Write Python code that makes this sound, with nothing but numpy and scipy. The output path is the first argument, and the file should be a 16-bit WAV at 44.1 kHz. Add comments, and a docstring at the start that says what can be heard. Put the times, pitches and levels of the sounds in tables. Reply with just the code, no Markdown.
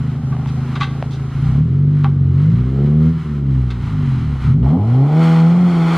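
"""Hatchback backing down a lane

A four-cylinder hatchback with a loud exhaust idles, then backs away along a fenced lane, revving and easing off.
Each firing sends a pressure pulse down the pipe, which booms near 140 and 250 Hz and rasps above, with turbulence.
Engine and tyre noise hisses, combed by the echo off the tarmac; diffuse noise differs between the ears.
Gear-case resonances clatter under short grinds as the gear goes in and takes up load; there are a few sharp snaps.
"""
import sys
import numpy as np
from scipy import signal
from scipy.fft import rfft, irfft, next_fast_len
from scipy.io import wavfile
from scipy.ndimage import uniform_filter1d

SR = 44100
rng = np.random.default_rng(int(sys.argv[2]) if len(sys.argv) > 2 else 0)


def waveform_to_disk(signal):
    """Save audio, clipped to [-1, 1], as 16-bit WAV at the path in sys.argv[1]."""
    frames = np.transpose(np.atleast_2d(signal))
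    scaled = np.clip(frames, -1, 1) * 32767
    samples = np.round(scaled).astype(np.int16)
    wavfile.write(sys.argv[1], SR, samples)


N = 263277
TIME = np.arange(N) / SR

# The way to the ears as the car backs off. Each row: time in seconds, echo strength (0-1),
# extra weight under 108 Hz in dB, extra weight over 190 Hz in dB, depth of a dip in the tone (0-1).
PATH = [(0, 1, 4.5, 2.5, 0.06), (.7, 1, 3.5, 1.5, 0), (1.4, 0.6, 9, -1.5, 0.02), (1.6, 0.3, -3.5, -7, 0.15),
        (1.75, 0.04, 1, -11, 0.06), (2, 0.3, 1.5, -7.5, 0.04), (2.3, 0, 7.5, -5.5, 0.06),
        (2.5, 0, -4, -17.5, 0.4), (2.65, 0.1, 4.5, 1.5, 0.6), (2.8, 0.11, -0.5, 13, .95),
        (3.08, 0, -2, 4.5, 1), (3.2, 0.09, -11.5, -18.5, 0.3), (3.3, 0.02, 8.5, 17, 0.78),
        (3.5, 0.31, 2.5, 9, 0.2), (3.65, 0, 4.5, -6, 1), (3.8, 0, 11.5, -0.5, 0),
        (3.95, 0.7, 16.5, 6.5, 0.18), (4.2, 1, 12, 8, 0), (4.5, 0.7, 6, -4, 0.2), (4.66, 0, 7.5, 3.5, 0.4),
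        (4.745, 0, -18, 6.5, 0), (4.81, 0, 5.5, -2, 0.03), (4.95, 0, 8.5, -3, 0.09), (5.1, 0, -4, 16.5, 0),
        (5.3, 0, -2, 9, 0), (5.55, 0.08, -9.5, 2.5, 0.5), (5.97, 0.2, -9, 2, 0.2)]
# Unevenness of the engine. Each row: time in seconds, unsteadiness of the firing moment (0-1),
# power share of turbulence in what drives the rasp (0-1).
ROUGHNESS = [(0, .25, .95), (1.4, .25, .95), (1.8, .08, .96), (2.45, .08, .93), (2.75, .1, .3),
             (3.1, 0, .25), (3.2, .9, .9), (3.3, .1, .4), (3.6, 0, .5), (3.74, .05, .8), (3.82, .7, .9),
             (3.9, .05, .8), (4.4, .15, .9), (4.6, .1, .8), (4.78, .2, .9), (4.9, .1, .8), (5.1, .25, .6),
             (5.2, .03, .1), (5.46, .05, .12), (5.55, .2, .6), (5.78, .06, .3), (5.97, .1, .5)]


def from_db(db):
    """Amplitude ratio of a level in dB."""
    return 10 ** (np.asarray(db) / 20)


def rms_one(x):
    """Scales the whole signal to rms 1."""
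    return x / np.sqrt(np.mean(x ** 2) + 1e-20)


def evened(x, span_s):
    """Brings the running rms to 1."""
    size = round(span_s * SR)
    power = uniform_filter1d(uniform_filter1d(x ** 2, size), size)
    return x / np.sqrt(power + 1e-12)


def in_time(rows):
    """Columns of a curve table at every sample."""
    s, *columns = np.transpose(rows)
    return [np.interp(TIME, s, column) for column in columns]


def filtered(x, order, hz, kind="low"):
    """Causal Butterworth filter."""
    return signal.sosfilt(signal.butter(order, hz, kind, fs=SR, output="sos"), x)


def filtered_in_phase(x, order, hz, kind="low"):
    """Butterworth filter run both ways: no phase shift, so bands can be reweighted by adding."""
    return signal.sosfiltfilt(signal.butter(order, hz, kind, fs=SR, output="sos"), x)


def coloured(x, points):
    """Causal (minimum-phase) filter through the (Hz, dB) points, by folding the cepstrum."""
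    size = 2 * next_fast_len(N // 2 + SR // 2)
    hz, db = np.transpose(points)
    grid_hz = np.maximum(np.arange(size // 2 + 1) * SR / size, 1)
    gain = from_db(np.interp(np.log(grid_hz), np.log(hz), db))
    cepstrum = irfft(np.log(gain))
    cepstrum[1:size // 2] *= 2
    cepstrum[size // 2 + 1:] = 0
    return irfft(rfft(x, size) * np.exp(rfft(cepstrum)), size)[:N]


def resonance(x, hz, width_hz):
    """Two-pole peak of gain 1."""
    r = np.exp(-np.pi * width_hz / SR)
    zeros = np.array([1, 0, -1]) * (1 - r * r) / 2
    poles = [1, -2 * r * np.cos(2 * np.pi * hz / SR), r * r]
    return signal.lfilter(zeros, poles, x)


def flicker(rate_hz):
    """Low-passed noise of rms 1, its first second dropped to skip the filter's start."""
    return rms_one(filtered(rng.standard_normal(N + SR), 2, rate_hz)[SR:])


def diffuse(knocks):
    """Noise plus a late, brightened copy of the clatter, to be added with opposite sign in the two ears."""
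    # Each row: frequency in Hz, relative density in dB per Hz.
    wide_colour = [(100, -14.5), (300, -2), (700, -6), (1500, -12), (3000, -8.5), (5000, -4.5),
                   (8000, -8.5), (12000, -11.5), (15000, -16)]
    # Each row: time in seconds, level in dB.
    wide_level = [(0, -58.5), (.35, -53.5), (1.5, -54), (1.65, -63.5), (3, -63), (4.5, -61.5), (4.65, -64),
                  (5.1, -55.5), (5.97, -49)]
    level_db = in_time(wide_level)[0] + 1.5 * flicker(rate_hz=6.6)
    noise = from_db(level_db) * rms_one(coloured(rng.standard_normal(N), wide_colour))
    late_knocks = np.diff(np.roll(knocks, round(.003 * SR)), prepend=0)  # 3 ms late, brightened by the difference
    return noise + 2 * from_db(-16.5) * late_knocks


def hiss(phase):
    """Engine-bay and tyre noise throbbing with the firings, plus its echo off the tarmac; rms 1."""
    # Each row: frequency in Hz, relative density in dB per Hz.
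    hiss_colour = [(400, -31), (750, -5.5), (1150, -1.5), (1400, 2.5), (1700, -6.5), (2100, -8),
                   (3000, -12), (4000, -15.5), (5500, -24.5), (8000, -30.5), (12000, -38), (15000, -56)]
    # Sooner and stronger as the car backs off. Each row: time in seconds, delay in seconds, strength (0-1).
    ground_echo = [(0, 0.00098, 0.2), (4.2, 0.00098, 0.28), (5.97, 0.00092, 0.5)]
    throb = 1 + 0.026 * np.cos(2 * np.pi * phase)
    noise = coloured(rng.standard_normal(N), hiss_colour) * throb
    delay_s, strength = in_time(ground_echo)
    noise = noise + strength * noise[np.arange(N) - (delay_s * SR).astype(int)]
    return rms_one(noise * from_db(2.1 * flicker(rate_hz=4.15)))


def snaps():
    """Single sharp snaps, among them the hard contact of a gear knock: a click through two broad resonances."""
    # Each row: start in seconds, relative level in dB, frequency in Hz.
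    snap_rows = [(0.352, -28, 596), (0.367, -19, 700), (0.46, -16, 950), (1.026, -6, 610),
                 (2.045, -6, 1110), (4.631, -23, 800)]
    out = np.zeros(N)
    for start_s, level_db, hz in snap_rows:
        click = np.zeros(N)
        click[round(start_s * SR)] = from_db(level_db + 27.5)
        out += resonance(click, hz, width_hz=225) - 0.034 * resonance(click, hz=2950, width_hz=1400)
    return filtered(out, 4, 4500)


def clatter():
    """Each driveline knock starts with a sharp contact, grinds for a moment and dies; it rings the gear case."""
    # Each row: start in seconds, relative grinding level in dB, grinding time in seconds,
    # treble tilt in dB per octave.
    knocks = [(0.321, -31.5, 0.0065, -3.5), (0.472, -43, 0.022, 14), (0.7538, -20.5, 0.006, 5.5),
              (0.803, -32, 0.0049, 11), (0.808, -14, 0.012, 4), (0.828, -24.5, 0.009, 8),
              (1.108, -51, 0.045, 19.5), (2.0373, -33.5, 0.0015, 8), (2.0483, -22, 0.0043, -7),
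              (3.704, -31.5, 0.0079, 10.5)]
    # Each row: frequency in Hz, width in Hz, relative level in dB.
    gearcase = [(804, 51, 13.5), (1142, 64, 21), (1570, 74, 13), (2040, 156, 6), (2680, 100, 2.5),
                (3100, 260, -2.5), (3800, 660, -5), (5060, 300, -17), (5860, 620, -26.5)]
    drop_t60_s, tail_t60_s, tail_db = 0.074, 0.54, -17
    contact_db, contact_db_per_decade = -1, -23  # at a 10 ms grind; shorter knocks are sharper
    grain_db = 0.5 * np.minimum(rng.exponential(1, N), 5)
    noise = rms_one(rng.standard_normal(N) * from_db(grain_db))
    out = np.zeros(N)
    for start_s, level_db, lasts_s, tilt_db in knocks:
        start = round(start_s * SR)
        t = np.arange(min(SR // 2, N - start)) / SR
        part = slice(start, start + len(t))
        after_s = np.maximum(t - lasts_s, 0)
        drop = from_db(-60 * after_s / drop_t60_s)
        tail = from_db(tail_db - 60 * after_s / tail_t60_s)
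        blow = noise[part] * (drop + tail)
        blow[0] = from_db(contact_db + contact_db_per_decade * np.log10(lasts_s / .01))
        for k, (hz, width_hz, db) in enumerate(gearcase):
            gain = from_db(level_db + db - 4 + tilt_db * np.log2(hz / 1500))
            out[part] += gain * (-1) ** k * resonance(blow, hz, width_hz)  # alternate polarity
    return filtered(out, 2, 9000)


def firings(phase):
    """One click per firing, shared between two samples; strength set by cylinder and chance, less chance at speed."""
    # Strength of each cylinder's pulse in dB, in firing order.
    cylinder_db = [0.62, -1.3, -0.4, -1.1]
    # Delay of each cylinder's pulse in seconds, from unequal manifold branches.
    manifold_lag_s = [0, .00017, .00004, .0002]
    timing_scatter = .06  # in firing intervals, at the roughest
    strength_scatter_db = .8  # at the opening speed
    cycles = np.arange(1, int(phase[-1]))
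    count = len(cycles)
    where = np.interp(cycles, phase, np.arange(N)) + SR * np.resize(manifold_lag_s, count)
    unsteadiness = np.interp(where / SR, *np.transpose(ROUGHNESS)[:2])
    chance = np.clip(rng.standard_normal(count), -3, 3)
    shift = timing_scatter * unsteadiness * np.gradient(where) * chance
    where[:-2] += shift[:-2]
    at, late = where.astype(int), where % 1
    interval = np.gradient(where)
    scatter_db = strength_scatter_db * (interval / interval[0]) ** .35 * rng.standard_normal(count)
    strength = from_db(np.resize(cylinder_db, count) + scatter_db)
    clicks = np.zeros(N)
    clicks[at], clicks[at + 1] = strength * (1 - late), strength * late
    return clicks


def echoed(x, throttle, share=1):
    """An inverted echo cuts notches at multiples of 1 / delay; hot gas at open throttle shortens it. Hollows the dip."""
    shut_s, open_s = 0.01139, 0.0089
    delay_s = shut_s + (open_s - shut_s) * throttle
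    echo, _, _, dip = np.clip(in_time(PATH), 0, 1)
    x = x - share * echo * np.interp(TIME - delay_s, TIME, x)
    return x - dip * resonance(x, hz=282.2, width_hz=89)


def rasp(clicks, phase, throttle, snarl_db):
    """The upper pipe resonances, rung by the pulses and by the turbulence of each puff; running rms 1."""
    # Upper pipe resonances. Each row: frequency in Hz, relative gain in dB.
    upper_pipe = [(250, -2.5), (310, 10.5), (345, 5.5), (385, 9), (430, 1.5), (490, -2), (535, -7),
                  (580, -7.5), (660, -7.5), (820, -3), (900, -13.5), (1150, -18.5), (1450, -31),
                  (2000, -51), (8000, -100)]
    # Extra weight of the rasp under 400 Hz. Each row: time in seconds, weight in dB.
    low_weight = [(0, 0), (2.6, 5.5), (2.9, 9), (3.5, 6.5), (4.9, 0), (5.2, -5), (5.6, -1), (5.8, 15.5),
                  (5.97, 5)]
    share = in_time(ROUGHNESS)[1]
    grain_db = 2.5 * flicker(rate_hz=330)
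    puffs = rms_one(rng.standard_normal(N) * from_db(grain_db))
    puffs = puffs * (1 + 0.038 * np.cos(2 * np.pi * phase))
    drive = np.sqrt(1 - share) * evened(clicks, span_s=0.043) + np.sqrt(share) * puffs
    rung = echoed(coloured(drive, upper_pipe), throttle, share=0.15)
    snarl = filtered(rung, 4, 600, "high")
    soft = filtered(rung, 4, 600)
    soft = soft + (from_db(in_time(low_weight)[0]) - 1) * filtered_in_phase(soft, 4, 400)
    return evened(soft + from_db(snarl_db) * snarl, span_s=0.14)


def boom(clicks, octaves, throttle):
    """Pulses and turbulence ring the pipe, whose peaks and notches swell and drop each passing harmonic; rms 1."""
    # What the pipe passes of a pulse. Each row: frequency in Hz, relative gain in dB.
    pipe_gain = [(15, -28.5), (30, -21.5), (50, -25.5), (65, -3.5), (85, -3.5), (105, -7), (135, 3.5),
                 (155, 2), (185, -9), (212, -11), (243, -6), (258, -6.5), (284, -15), (420, -83),
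                 (2000, -110)]
    swirl_idle_db, swirl_db_per_octave, swirl_open_db = -3, -1.5, -20  # less with speed and throttle
    swirl = filtered(rng.standard_normal(N), 1, 220, "high")
    swirl_db = swirl_idle_db + swirl_db_per_octave * octaves + swirl_open_db * throttle
    rung = coloured(evened(clicks, span_s=0.35) + from_db(swirl_db) * swirl, pipe_gain)
    pipe = echoed(rung, throttle)
    thump = filtered_in_phase(pipe, 5, 108)
    growl = filtered_in_phase(echoed(rung, throttle, share=0.39), 3, 190, "high")
    low_pipe = pipe - filtered_in_phase(pipe, 3, 190, "high")
    _, thump_db, growl_db, _ = in_time(PATH)
    return rms_one(low_pipe + (from_db(thump_db) - 1) * thump + from_db(growl_db) * growl)


def scene():
    """The car reaches both ears alike; only the diffuse sound differs."""
    # Engine speed. Each row: time in seconds, firings per second.
    speed_curve = [(0, 25.8), (.4, 26), (.75, 27.1), (1.38, 27.4), (1.5, 32), (1.76, 46.8), (1.92, 49.4),
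                   (2.23, 45.3), (2.35, 45.2), (2.6, 61), (2.96, 76.5), (3.15, 82), (3.31, 73.1),
                   (3.61, 63.2), (3.72, 61), (4.41, 30.6), (4.5, 42.5), (4.68, 70.5), (4.82, 102.5),
                   (4.92, 124), (5.19, 163), (5.44, 164), (5.6, 179), (5.68, 175.3), (5.8, 165.5),
                   (5.97, 167.5)]
    # What the driver does. Each row: time in seconds, throttle (0-1), level of the boom in dB.
    drive = [(0, 0.01, -19.5), (.6, 0.09, -18), (1, 0.15, -20), (1.33, 0, -22.5), (1.43, 0.06, -11.5),
             (1.6, 0.1, -5.5), (1.72, 0.3, -9.5), (1.8, 0.25, -7), (2.2, 0.25, -10), (2.35, 0.3, -7),
             (2.52, 0.2, 0), (2.7, 0.4, -15), (2.8, 0.76, -14), (3.09, 0.5, -7), (3.19, 0, -11),
             (3.29, 0.2, -24), (3.4, 0.3, -20.5), (3.6, 0.1, -9.5), (3.75, .05, -17.5), (3.9, 0.03, -19.5),
             (4.05, 0.1, -16.5), (4.24, 0, -21), (4.3, 0.11, -18), (4.39, 0, -21.5), (4.5, 0, -4.5),
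             (4.61, 0.4, -9), (4.77, 0.64, -7), (4.9, 0.45, -8), (5.02, 0.64, -9.5), (5.1, 0.7, -19.5),
             (5.2, 0.94, -12), (5.5, 0.66, -4.5), (5.66, 0.7, -1.5), (5.71, 0.71, -7.5),
             (5.97, 0.82, -11.5)]
    # Each row: time in seconds, extra snarl over 600 Hz in dB, level of the hiss in dB.
    upper = [(0, 1.5, -40.5), (.35, 15.5, -42.5), (.7, 6, -40), (1.1, 4.5, -41), (1.58, 8.5, -40),
             (1.66, -18, -46), (2.2, -14, -45), (2.8, -13, -42.5), (3.2, -21, -42), (3.5, -5.5, -43.5),
             (4.0, 1, -39.5), (4.535, -1.5, -38), (4.55, -14, -42), (4.62, -13, -44.5), (4.64, 16, -39),
             (4.8, 11, -40), (5.05, 8, -37.5), (5.25, 3.5, -29), (5.45, 9, -32.5), (5.6, 7.5, -36),
             (5.8, 16, -28.5), (5.97, 14, -24)]
    rasp_shut_db, rasp_open_db = -40, 21.5  # level at shut throttle, and what full throttle adds
    speed = uniform_filter1d(in_time(speed_curve)[0], round(.04 * SR))  # the flywheel rounds changes over 40 ms
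    phase = np.cumsum(speed) / SR + .99  # in firings
    octaves = np.log2(speed / speed[0])
    throttle, boom_db = in_time(drive)
    throttle = np.clip(throttle, 0, 1)
    snarl_db, hiss_db = in_time(upper)
    clicks, knocks = firings(phase), clatter()
    wide = diffuse(knocks)
    car = from_db(hiss_db) * hiss(phase)
    car += from_db(rasp_shut_db + rasp_open_db * throttle) * rasp(clicks, phase, throttle, snarl_db)
    car -= from_db(boom_db) * boom(clicks, octaves, throttle)  # inverted
    mid = car + knocks + snaps()
    return np.array([mid + wide, mid - wide])


def record(dry):
    """The deepest bass is lost, peaks are rounded, the top is cut."""
    dry = filtered(dry, 1, 12, "high")
    rounded = np.tanh(dry / 1.035)
    return signal.sosfilt(signal.cheby2(12, 70, 15200, fs=SR, output="sos"), rounded)  # 70 dB down from 15.2 kHz


dry = scene()
out = record(dry)
waveform_to_disk(out)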